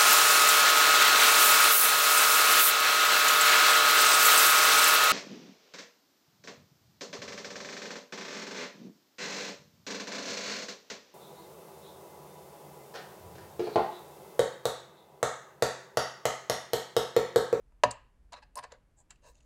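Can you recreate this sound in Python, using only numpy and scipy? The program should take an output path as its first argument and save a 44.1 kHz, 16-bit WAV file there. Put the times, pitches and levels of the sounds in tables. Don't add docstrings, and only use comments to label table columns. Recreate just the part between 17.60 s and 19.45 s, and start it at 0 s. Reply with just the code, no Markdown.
import sys
import numpy as np
from scipy import signal
from scipy.fft import rfft, irfft
from scipy.io import wavfile
from scipy.ndimage import uniform_filter1d

SR = 44100
rng = np.random.default_rng(int(sys.argv[2]) if len(sys.argv) > 2 else 0)


def inscribe(sig):
    pcm = np.round(np.clip(np.atleast_2d(sig).T, -1, 1) * 32767)
    wavfile.write(sys.argv[1], SR, pcm.astype(np.int16))


N = 81585


def amp(db):
    return 10 ** (np.asarray(db) / 20)


def unit(x):
    return x / np.sqrt(np.sum(x ** 2) + 1e-20)


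def read(points, hz):
    row_hz, value = np.transpose(points)
    return np.interp(np.log(hz + 1), np.log(row_hz + 1), value)


def add(mix, start_s, sound):
    part = mix[max(round(start_s * SR), 0):][:len(sound)]
    part += sound[:len(part)]


def seconds(size):
    return np.arange(size) / SR


def fade(t, fade_s):
    return np.exp(-np.log(1000) * t / fade_s)


def shortest_click(gain_db):
    log_gain = np.log(amp(np.r_[gain_db, gain_db[-2:0:-1]]))
    spectrum = np.exp(np.conj(signal.hilbert(log_gain)))
    return irfft(spectrum[:len(gain_db)])


def scatter(fade_s, size):
    shape = fade(seconds(size), fade_s)
    burst = rng.standard_normal(size) * shape
    for _ in range(3):
        spectrum = rfft(burst)
        burst = irfft(spectrum / (abs(spectrum) + 1e-12), size)
        power = abs(uniform_filter1d(burst ** 2, size=128))
        burst = burst * shape / np.sqrt(power + 1e-14)
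    return unit(burst)


def background():
    # frequency in Hz, relative noise level in dB.
    noise_levels = [(12, -10.5), (25, 2.5), (58, 4), (90, -9.5), (120, -8.5), (220, -16.5), (500, -24),
                    (1000, -29), (2000, -34), (4000, -42.5), (8000, -43.5), (12300, -47), (13500, -57),
                    (16000, -57.5)]
    gain = amp(read(noise_levels, np.fft.rfftfreq(N, 1 / SR)))
    noise = irfft(rfft(rng.standard_normal(N)) * gain, N)
    return amp(db=-63.5) * noise / noise.std()


def case_ring(tilt_db, hollow_db):
    # pitch in Hz, relative level in dB, fade time in seconds.
    case_tones = [(268.4, -17.5, .12), (473, -10, .045), (529, -11.5, .07), (603.3, 3, 0.053),
                  (729, -10.5, 0.15), (825, -2.5, 0.031), (975.5, 4, 0.044), (1072, 1.5, 0.033),
                  (1262, -10, 0.039), (1490, -15, .04), (1678, -3.5, 0.025), (1790, -14, 0.076),
                  (1950, -15, 0.027), (2744, -5.5, 0.02), (3132, -25.5, 0.022)]
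    hollow_hz, hollow_width_hz = 500, 85
    rise_s, push_s, cut_hz = 0.00062, 0.00093, 410
    t = seconds(size=8192)
    hz, db, fade_s = np.transpose(case_tones)[:, :, None]
    db = db + tilt_db * np.log2(hz / 900)
    db = db + hollow_db * np.exp(-((hz - hollow_hz) / hollow_width_hz) ** 2)
    sign = (-1) ** np.arange(len(case_tones))[:, None]
    ring = (sign * amp(db) * fade(t, fade_s) * np.sin(2 * np.pi * hz * t)).sum(0)
    ring *= 1 - np.exp(-t / rise_s)
    ring *= 1 + amp(db=0.5) * np.exp(-t / push_s)
    bass_cut_db = read([(cut_hz * 0.93, -10), (cut_hz, 0)], np.fft.rfftfreq(4096, 1 / SR))
    return signal.fftconvolve(ring, shortest_click(bass_cut_db))


def tick(tilt_db):
    # frequency in Hz, relative level of the tick in dB.
    tick_levels = [(200, -21.5), (600, -11), (1200, 3.5), (1750, 3), (2300, 0), (2800, -0.5), (3250, -4.5),
                   (3900, 2), (4800, -0.5), (6000, -4.5), (7500, -7), (9600, -14), (11200, -24.5),
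                   (13500, -37), (16000, -40)]
    hz = np.fft.rfftfreq(2048, 1 / SR)
    octaves = np.log2(np.clip(hz, 500, 8000) / 4000)
    edge = shortest_click(read(tick_levels, hz) + tilt_db * octaves)
    burst = amp(db=7.5) * scatter(fade_s=0.031, size=2048)
    burst[0] += 1
    return signal.fftconvolve(edge, burst)


def steel_ring(pitch_hz):
    # multiple of the pitch, relative level of the zing in dB.
    steel_levels = [(.3, -40), (.72, -24.5), (.88, -5.5), (1.0, 4), (1.08, -6.5), (1.22, -14.5),
                    (1.4, -30.5), (2.5, -44)]
    hz = np.fft.rfftfreq(2048, 1 / SR)
    zing = shortest_click(read(steel_levels, hz / pitch_hz))
    return signal.fftconvolve(zing, scatter(fade_s=0.022, size=2048))


def contact(force, case_db, case_tilt_db, hollow_db, tick_db, tick_tilt_db, steel_db, steel_hz):
    out = np.zeros(SR // 2)
    for db, ring in [(case_db, case_ring(case_tilt_db, hollow_db)),
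                     (tick_db, tick(tick_tilt_db)),
                     (steel_db, steel_ring(steel_hz))]:
        add(out, 0, amp(db) * unit(signal.fftconvolve(force, ring)))
    return out


def blade_clicks():
    # start in seconds, case level in dB, case tilt in dB per octave, hollowness in dB,
    # tick level in dB, tick tilt in dB per octave, steel level in dB, steel pitch in Hz.
    clicks = [ (0.1220, -48, 0, 4, -49.5, -10, -66, 7300), (0.2357, 12, 0.5, 4, -1, 0, -16.5, 7137),
              (0.3078, -39, -2.5, 5, -27, -1.5, -28, 8800), (0.3118, -36, -21, 2, -22.5, 8, -13.5, 7640),
              (0.7238, -28, -4, -20, -31, 4.5, -42, 9230), (0.7318, -43, 13, -10, -29, -2, -32, 7100),
              (0.7390, -37, 6, -15, -28.5, -4.5, -30, 3970), (0.9555, -27.5, 1, 0, -25.5, 17, -22, 9350),
              (0.9655, -30, -3, 14, -55, 41, -36, 9600), (0.9718, -25, -5, -9, -29, -6.5, -32, 9400),
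              (0.9770, -33, -4, -19, -26.5, 9.5, -34, 9800), (0.9885, -39, 32, -16, -21.5, -5, -27, 9140),
              (0.9922, -19, -2, -44, -26.5, 1, -54, 9600), (1.0370, -26.5, 2, 4, -32.5, 12, -35.5, 8000),
              (1.0393, -21, -1, -23, -27, -6, -32, 4630), (1.0432, -25.5, -0.5, 12, -30.5, -9, -41, 7300),
              (1.1207, -23.5, -1.5, 21.5, -29, 0, -33.5, 7200),
              (1.5060, -44, 13, -4, -33, 5.5, -27.5, 7540), (1.5082, -40, 16, -8, -30.5, 0.5, -30, 7540),
              (1.5585, -66, -5, 0, -52, 9, -47.5, 2793), (1.7540, -50, 41, -9, -48.5, 11, -45, 6800),
              (1.8055, -68, 27, 4, -51, 9, -48, 2820), ]
    out, jolt = np.zeros(N), np.ones(1)
    for start_s, *colour in clicks:
        add(out, start_s, contact(jolt, *colour))
    return out


def room_echo(sound):
    # frequency in Hz, relative level of the room's echo in dB.
    echo_levels = [(150, -0.5), (400, -1.5), (700, 1), (1500, 0), (3000, 0), (7000, -6), (9500, -10.5),
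                   (14000, -1.5)]
    # frequency in Hz, fade time of the room's echo in seconds.
    fade_times = [(150, 0.42), (600, 0.2523), (1200, 0.37), (3000, 0.39), (7000, 0.25), (14000, .16)]
    hz, t, bands = signal.stft(rng.standard_normal(SR // 2), SR, nperseg=256)
    bands = bands * amp(read(echo_levels, hz)[:, None]) * fade(t, read(fade_times, hz)[:, None])
    tail = unit(signal.istft(bands, SR, nperseg=256)[1])
    close_bounces = scatter(fade_s=0.08, size=8192)
    echo = np.zeros(SR)
    add(echo, start_s=0.002, sound=amp(db=-14) * close_bounces)
    add(echo, start_s=0.0073, sound=amp(db=-18) * tail)
    return signal.fftconvolve(sound, echo)[:N]


def table_thud():
    # pitch in Hz, level in dB before the swell shapes it, fade time in seconds.
    table_tones = [(67, -41, .3), (116, -28, .19), (172, -31, .11), (221.7, -32, .14), (266.7, -27, .13)]
    rise_s = 0.028
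    t, out = seconds(SR // 2), np.zeros(N)
    thud = sum(amp(db) * fade(t, fade_s) * np.sin(2 * np.pi * hz * t) for hz, db, fade_s in table_tones)
    swell = 1 - np.exp(-(t / rise_s) ** 2)
    add(out, start_s=0.238, sound=thud * swell)
    return out


def slips(length_s, rate_hz, uneven):
    spread_db = 3.5
    gap, strength = rng.standard_normal(size=(2, 400))
    times = np.cumsum(np.exp(uneven * gap - uneven ** 2 / 2)) / rate_hz
    inside = times < length_s
    arch = np.sin(np.pi * times[inside] / length_s) ** 1.13
    force = np.zeros(int(length_s * SR) + 2)
    force[(times[inside] * SR).astype(int)] = amp(spread_db * strength[inside]) * arch
    return force


def blade_skids():
    # start in seconds, length in seconds, slips per second, unevenness from 0 to 1,
    # case level in dB, case tilt in dB per octave, hollowness in dB, tick level in dB,
    # tick tilt in dB per octave, steel level in dB, steel pitch in Hz.
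    skids = [ (0.307, 0.0081, 1950, 0.88, -33, -9.5, -8, -39, -1, -20, 4600),
             (0.718, 0.037, 937, 0.29, -18.5, -3, -3, -22.5, -5, -28, 4060),
             (0.752, 0.045, 1190, 0.75, -27, 6.5, 23.5, -27, -4, -35, 4250),
             (0.818, 0.023, 830, 0.06, -29.5, 4.5, -5, -31.5, -3.5, -43, 4860),
             (0.957, 0.035, 970, 0.17, -10, -4.5, -11, -36, 18, -24, 5200),
             (0.954, 0.032, 250, .7, -52, -3, 0, -48, -1, -33, 13000),
             (1.021, 0.038, 960, .15, -19.5, -2.5, -1, -24.5, -3.5, -43.5, 8500),
             (1.096, 0.069, 980, 0.9, -28.5, 2.5, 22, -29, -9, -49, 6760),
             (1.362, 0.067, 814, .08, -39.5, -10.5, -1, -52, 4, -34, 7600),
             (1.493, 0.04, 1550, 0.74, -37, 13, -6, -36.5, -5, -39, 7440),
             (1.616, 0.095, 1200, 0.82, -26, 3, 19.5, -34, 7.5, -40.5, 6760),
             (1.648, 0.083, 2350, 0.67, -49, -11, -15, -37.5, 16.5, -47, 14000),
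             (1.708, 0.16, 940, 0.89, -44.5, -12, 1, -44, 3.5, -43.5, 6820), ]
    out = np.zeros(N)
    for start_s, length_s, rate_hz, uneven, *colour in skids:
        add(out, start_s, contact(slips(length_s, rate_hz, uneven), *colour))
    return out


def scene():
    screwdriver = blade_clicks() + blade_skids()
    return (screwdriver + room_echo(screwdriver) + table_thud() + background())[None]


def record(dry):
    top_hz = 16400
    treble_cut = signal.firwin(511, top_hz, window=("kaiser", 9), fs=SR)
    return signal.oaconvolve(dry, treble_cut[None], "same")


dry = scene()
out = record(dry)
inscribe(out)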